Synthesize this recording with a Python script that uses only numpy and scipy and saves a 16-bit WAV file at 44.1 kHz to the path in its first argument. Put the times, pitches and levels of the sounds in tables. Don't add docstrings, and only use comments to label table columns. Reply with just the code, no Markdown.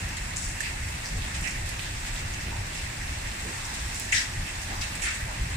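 import sys
import numpy as np
from scipy import signal
from scipy.fft import rfft, irfft, next_fast_len
from scipy.io import wavfile
from scipy.ndimage import uniform_filter1d

SR = 44100
rng = np.random.default_rng(int(sys.argv[2]) if len(sys.argv) > 2 else 0)


def to_linear_factor(level_db):
    exponent = np.asarray(level_db, float) / 20
    return 10 ** exponent


def master_out(mix):
    frames = np.transpose(np.atleast_2d(mix))
    ceiling = np.clip(frames, -1, 1)
    pcm = np.round(ceiling * 32767).astype(np.int16)
    wavfile.write(sys.argv[1], SR, pcm)


N = 245460

# time_s, level_db
DOWNPOUR = [
    (0.0, -40),
    (2.12, -39.5),
    (2.45, -40.5),
    (3.8, -38),
    (4.51, -39.5),
    (4.94, -38.5),
    (5.57, -40),
]
# mean_db, downpour_share (ratio), wind_share (ratio)
SURFACES = [
    (-42, 0.25, 0.16),
    (-38.5, 0.35, 0.095),
    (-39.5, 1, 0.043),
]
# time_s, peak_db, half_length_s
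BUFFETS = [(.01, -30, 0.085), (.32, -36, 0.078), (0.487, -36.5, 0.071), (0.794, -35.5, 0.075),
           (0.954, -33.5, 0.017), (1.18, -31.5, 0.064), (1.385, -32, 0.044), (1.604, -34, .09),
           (1.97, -37.5, 0.15), (2.12, -35.5, 0.055), (2.282, -35, 0.065), (2.544, -34, 0.098),
           (2.837, -35.5, 0.046), (3.04, -35.5, 0.055), (3.19, -37, 0.12), (3.564, -38, 0.1),
           (3.87, -36.5, 0.066), (4.4, -32.5, 0.041), (4.562, -33.5, 0.021), (4.8, -39.5, .07),
           (4.98, -41.5, 0.083), (5.234, -34.5, .04), (5.432, -27, .04), (5.56, -31.5, 0.035)]
# start_s, rms_db, fullest_s, left_minus_right_db
SPATTERS = [
    (0.169, -34, 0.011, -3),
    (1.34, -34, 0.017, -3),
    (2.061, -35, 0.014, 1),
    (2.16, -39, 0.025, 1),
    (2.72, -38.5, 0.042, -1),
    (3.73, -42, 0.038, 2),
    (4.132, -23.5, 0.029, 2.5),
    (4.809, -31, 0.017, -1),
    (5.03, -34, 0.04, 2.5),
]
# low_hz, high_hz
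SPATTER_BAND = (2300, 10600)
# start_s, rms_db, fullest_s, left_minus_right_db
SPRAYS = [(.369, -33, .016, 3), (.41, -37.5, 0.043, -1), (.606, -39, 0.02, 0), (1.42, -38, 0.02, -5),
          (1.47, -45, .046, -1), (3.64, -41, .017, 6), (3.945, -37.5, 0.021, -4), (4.0, -41, 0.027, -6),
          (4.125, -25.5, 0.0085, 8), (4.617, -39, .012, -9), (5.019, -30.5, 0.016, -7),
          (5.14, -39.5, 0.013, 8)]
# low_hz, high_hz
SPRAY_BAND = (4780, 10500)
# start_s, rms_db, centre_hz,
# fullest_s, left_minus_right_db
SLOPS = [(.625, -33, 2300, 0.026, 0), (.62, -40, 5050, 0.028, 2), (1.037, -40.5, 5140, 0.026, -2),
         (1.15, -41.5, 310, 0.018, 2), (1.221, -42, 3270, .021, 3), (1.43, -33.5, 2300, 0.027, -8),
         (1.794, -31, 2970, 0.0046, -7), (1.8, -41, 3530, 0.029, 1), (2.162, -35, 3320, .004, -6),
         (2.43, -44, 280, 0.039, 4), (2.51, -41.5, 870, 0.022, -4), (3.44, -42, 322, 0.029, -5),
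         (4.124, -17, 2300, 0.0098, 5), (4.135, -36, 5360, .025, -4), (4.14, -23.5, 2240, 0.028, 2.5),
         (4.45, -39.5, 2860, 0.031, -2), (4.67, -45.5, 258, 0.031, 4), (4.68, -41.5, 836, 0.052, 2),
         (4.812, -34, 5330, 0.0054, -4), (5.019, -35, 2500, 0.0066, -11), (5.025, -29.5, 2210, 0.024, -1),
         (5.05, -28.5, 1790, 0.027, 3), (5.27, -44, 740, .04, -2), (3.45, -49, 1040, 0.16, -6)]
# start_s, peak_db, ring_hz, half_of_left_minus_right_db
TICKS = [(0.0904, -29, 5640, -2), (.169, -25, 7550, 0), (0.304, -31, 7670, 0), (0.363, -23, 7400, 1.5),
         (0.605, -23, 7860, -6), (1.059, -23, 5370, 1), (1.089, -28, 7070, 1), (1.222, -29, 3420, -8),
         (1.3528, -32, 6700, 3), (1.4096, -26, 8370, .5), (1.475, -23.5, 5840, -5), (1.51, -25, 5720, .5),
         (1.6606, -35, 7860, -10), (1.691, -31, 7900, -11), (1.793, -28, 3750, 1), (2.0607, -34, 3590, 0),
         (2.15, -35, 3520, -2), (2.339, -25.5, 6300, -3), (3.316, -30, 3600, -4), (3.6538, -27, 5440, 1),
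         (3.7403, -24, 8150, 0), (3.9464, -29, 6670, -8), (3.9988, -22, 7550, -3), (4.2114, -27, 5230, 1),
         (4.6169, -31.5, 7700, -.5), (4.814, -25, 5100, 4), (4.953, -24, 8100, 0), (5.022, -26, 7500, -6),
         (5.0586, -26, 4000, -2), (5.1497, -31, 8000, -3)]
# start_s, peak_db, left_minus_right_db
SNAPS = [
    (.0894, -25, -8),
    (.6047, -30, -6),
    (1.2494, -35, 2),
    (1.474, -33, -10),
    (1.691, -31, -20),
    (2.0607, -32, -8),
    (3.9458, -29, -12),
    (3.9983, -17, -12),
]
# start_s, peak_db, pitch_hz, ring_s, left_minus_right_db
PLINKS = [
    (0.369, -16.5, 7060, 0.00021, 5),
    (3.998, -26, 6000, 0.00011, -8),
    (5.02, -26, 7300, .0003, -6),
    (.605, -29.5, 1780, 0.0021, -23),
    (2.525, -37, 915, 0.0045, -4),
    (4.122, -18, 6740, 0.00024, 8),
    (4.129, -22, 7070, .0015, 6),
]
# frequency_hz, density_db (per Hz)
RAIN_SPECTRUM = [(12, -38), (20, -2.5), (59, -1.5), (101, -0.5), (416, -24), (906, -21), (1270, -24.5),
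                 (1920, -19), (2680, -26), (3260, -30), (6360, -32.5), (7730, -31.5), (11700, -46.5),
                 (14300, -45.5), (15500, -42.5)]
# centre_hz, width_hz, peak_db
PORCH_MODES = [
    (39, 52, 4),
    (99.4, 15, 0.5),
    (186, 14, 0),
    (263, 235, -5),
    (900, 86, 1),
    (2655, 235, 5),
    (5430, 1000, 1),
]
# centre_hz, width_hz, peak_db
PORTS = [
    (7880, 1400, 5.5),
    (9170, 720, 9),
]
# frequency_hz, left_minus_right_db
LEAN = [(60, -11), (99, 9), (160, -4), (270, 0), (450, -6), (740, -1.5), (1220, -1.5), (2010, -3.5),
        (3330, -1), (5500, 0.5), (9080, 0.5), (15000, -5.5)]
# frequency_hz, correlation (-1 to 1)
LIKENESS = [(60, 1), (170, 1), (260, 0.86), (345, 0.82), (430, -0.31), (550, -0.64), (750, 0.026),
            (1050, -0.5), (1400, -0.044), (2000, 0.28), (2700, -0.031), (15000, -0.085)]


def downpour(near, flicker_db, gust_db):
    trains = [drops(per_s=5000, spread_db=5.0, smooth=0.78) + to_linear_factor(-7.5) * near for _ in range(2)]
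    gust = drift(6.0)
    surfaces = np.zeros((4, 2, N))
    edges = 17.7 * 2 ** np.arange(0, 10.1, 0.5)
    for k, (low_hz, high_hz) in enumerate(zip(edges, edges[1:])):
        mid, side = band(trains[k % 2], low_hz, high_hz)
        hz = np.sqrt(low_hz * high_hz)
        alike = np.clip(at_hz(LIKENESS, hz), -0.999, 0.999)
        bright = np.clip(np.log2(hz / 700) / 12, 0, 1)
        gain = to_linear_factor(flicker_db * drift(10.6) + gust_db * bright * gust)
        stereo = np.sqrt(1 + alike) * mid + np.sqrt(1 - alike) * side * [[1], [-1]]
        surfaces[np.searchsorted([200, 1400, 3000], hz)] += gain * stereo
    coloured = map(colour, surfaces)
    return sum(to_linear_factor(db) * rms_one(x) for x, db in zip(coloured, surface_levels()))


def surface_levels():
    t = np.arange(N) / SR
    rumble_db, wind_memory_s = -39, 0.37
    power = to_linear_factor(2 * rumble_db)
    for s, db, half_s in BUFFETS:
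        power = power + to_linear_factor(2 * db) * np.exp(-((t - s) / half_s) ** 2)
    roof_db = 10 * np.log10(power)
    wind_db = uniform_filter1d(roof_db, int(wind_memory_s * SR))
    rain_db = np.interp(t, *np.transpose(DOWNPOUR))
    rain_swing, wind_swing = rain_db - rain_db.mean(), wind_db - wind_db.mean()
    return [roof_db] + [db + rain * rain_swing + wind * wind_swing for db, rain, wind in SURFACES]


def drops(per_s, spread_db, smooth):
    sizes = to_linear_factor(spread_db * np.minimum(rng.exponential(1, (2, N)), 5))
    signs = rng.choice([-1, 1], (2, N))
    impacts = rms_one(sizes * signs * (rng.random((2, N)) < per_s / SR))
    return np.sqrt(smooth) * rng.standard_normal((2, N)) + np.sqrt(1 - smooth) * impacts


def droplets(per_s, cycles):
    clicks, out = drops(per_s, spread_db=3.5, smooth=0), 0
    dealt = rng.integers(0, 30, (2, N))
    pitches_hz = np.geomspace(1300, 12000, 30) * rng.uniform(0.97, 1.03, 30)
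    for k, hz in enumerate(pitches_hz):
        r = to_linear_factor(-60 * hz / cycles / SR)
        w = 2 * np.pi * hz / SR
        hits = clicks * (dealt == k) + 1e-18
        out = out + hz * signal.lfilter([0, np.sin(w)], [1, -2 * r * np.cos(w), r * r], hits)
    return rms_one(out)


def splashes(near, hard_s, mist_db):
    spray = colour(drops(per_s=2500, spread_db=3.5, smooth=0.9) + to_linear_factor(-9.0) * near)
    out = np.zeros((2, N))
    lead = 2000
    for s, db, low_hz, high_hz, fullest_s, lean_db in spills():
        i = round(s * SR)
        age = np.arange(int(7 * fullest_s * SR)) / SR / fullest_s
        start = np.exp(-(fullest_s / hard_s) ** 2)
        shape = (start + (1 - start) * age * np.e) * np.exp(-age ** 0.98)
        water = spray[:, i - lead:i + len(age)]
        part = band(band(water, low_hz, high_hz), low_hz, 1.3 * high_hz)
        if high_hz > 3500:
            part += to_linear_factor(mist_db) * band(water, 8380, 10800)
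            part += to_linear_factor(-5.5) * band(water, 10900, 14300)
        if high_hz < 600:
            part = part[[0, 0]]
        out[:, i:i + len(age)] += to_linear_factor(db) * pan(lean_db) * shape * rms_one(part[:, lead:])
    return out


def spills():
    rows = [(s, db, *SPATTER_BAND, fullest_s, lean_db) for s, db, fullest_s, lean_db in SPATTERS]
    rows += [(s, db, *SPRAY_BAND, fullest_s, lean_db) for s, db, fullest_s, lean_db in SPRAYS]
    for s, db, hz, fullest_s, lean_db in SLOPS:
        ratio = max(1.36 - 0.1 * np.log2(hz / 2000), 1.05)
        rows.append((s, db, hz / ratio, hz * ratio, fullest_s, lean_db))
    return rows


def plinks():
    out, t = np.zeros((2, N)), np.arange(3000) / SR
    for s, db, hz, ring_s, lean_db in PLINKS:
        i = round(s * SR)
        out[:, i:i + len(t)] += to_linear_factor(db) * pan(lean_db) * ring(t, hz, ring_s)
    return out


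def ticks(ring_s, tail_db, tail_s):
    out, t = np.zeros((2, N)), np.arange(2000) / SR
    far_snap = to_linear_factor(-33) * snap(t)
    for s, db, hz, lean_db in TICKS:
        noise = rng.standard_normal((2, len(t)))
        tail = to_linear_factor(tail_db) * band(noise, hz / 3.4, hz * 1.28) * np.exp(-t / tail_s)
        i = round(s * SR)
        out[:, i:i + len(t)] += pan(2 * lean_db) * (to_linear_factor(db) * (ring(t, hz, ring_s) + tail) + far_snap)
    return ceiling_echo(out, echo_db=-4.5)


def near_snaps():
    out, t = np.zeros((2, N)), np.arange(2000) / SR
    sharp = snap(t)
    dull = signal.sosfilt(signal.cheby2(10, 50, 16100, fs=SR, output="sos"), sharp)
    for s, db, lean_db in SNAPS:
        i = round(s * SR)
        out[:, i:i + len(t)] += pan(lean_db) * to_linear_factor(db) * (sharp if db > -25 else dull)
    return ceiling_echo(out, echo_db=-10.5)


def ring(t, hz, ring_s):
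    return np.sin(2 * np.pi * hz * t) * t / ring_s * np.exp(1 - t / ring_s)


def snap(t):
    return band(np.cos(2 * np.pi * 10500 * t) * np.exp(-t / 0.00006), 6500, 16500)


def ceiling_echo(x, echo_db):
    return x + to_linear_factor(echo_db) * np.roll(x, round(0.006 * SR), axis=1)


def colour(x):
    size = next_fast_len(N + 8192)
    hz = np.maximum(np.fft.rfftfreq(size, 1 / SR), 1)
    shared = at_hz(RAIN_SPECTRUM, hz) + sum(bump(hz, *mode) for mode in PORCH_MODES)
    lean = at_hz(LEAN, hz) / 2 * hz ** 2 / (hz ** 2 + 400 ** 2)
    response_db = [shared + lean + bump(hz, *PORTS[0]), shared - lean + bump(hz, *PORTS[1])]
    cepstrum = irfft(np.log(to_linear_factor(response_db)), size)
    cepstrum[:, 1:size // 2] *= 2
    cepstrum[:, size // 2 + 1:] = 0
    return irfft(rfft(x, size) * np.exp(rfft(cepstrum)), size)[:, :N]


def bump(hz, centre_hz, width_hz, top_db):
    return top_db / (1 + (2 * (hz - centre_hz) / width_hz) ** 2)


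def at_hz(points, hz):
    table = np.array(points)
    return np.interp(np.log(hz), np.log(table[:, 0]), table[:, 1])


def band(x, low_hz, high_hz):
    edges = np.clip([low_hz, high_hz], 10, 0.45 * SR)
    return signal.sosfilt(signal.butter(2, edges, "band", fs=SR, output="sos"), x)


def drift(rate_hz):
    hop = 40
    r = np.exp(-2 * np.pi * hop * rate_hz / SR)
    noise = rng.standard_normal(N // hop + 2002)
    slow = signal.lfilter([1], [1, -2 * r, r * r], noise)[2000:]
    return np.interp(np.arange(N) / hop, np.arange(len(slow)), rms_one(slow))


def pan(lean_db):
    return to_linear_factor(np.array([[lean_db], [-lean_db]]) / 2)


def rms_one(x):
    return x / np.sqrt(np.mean(x ** 2) + 1e-20)


def scene():
    near = droplets(per_s=2500, cycles=117.0)
    rain = downpour(near, flicker_db=1.0, gust_db=-0.5)
    rain += splashes(near, hard_s=0.014, mist_db=-11.5)
    rain += plinks()
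    rain += ticks(ring_s=0.00019, tail_db=-10, tail_s=0.0078)
    return signal.sosfilt(signal.cheby2(20, 60, 15400, fs=SR, output="sos"), rain) + near_snaps()


def band_limit(x):
    return signal.sosfilt(signal.butter(12, 16500, fs=SR, output="sos"), x)


def record(dry):
    return band_limit(dry)


dry = scene()
out = record(dry)
master_out(out)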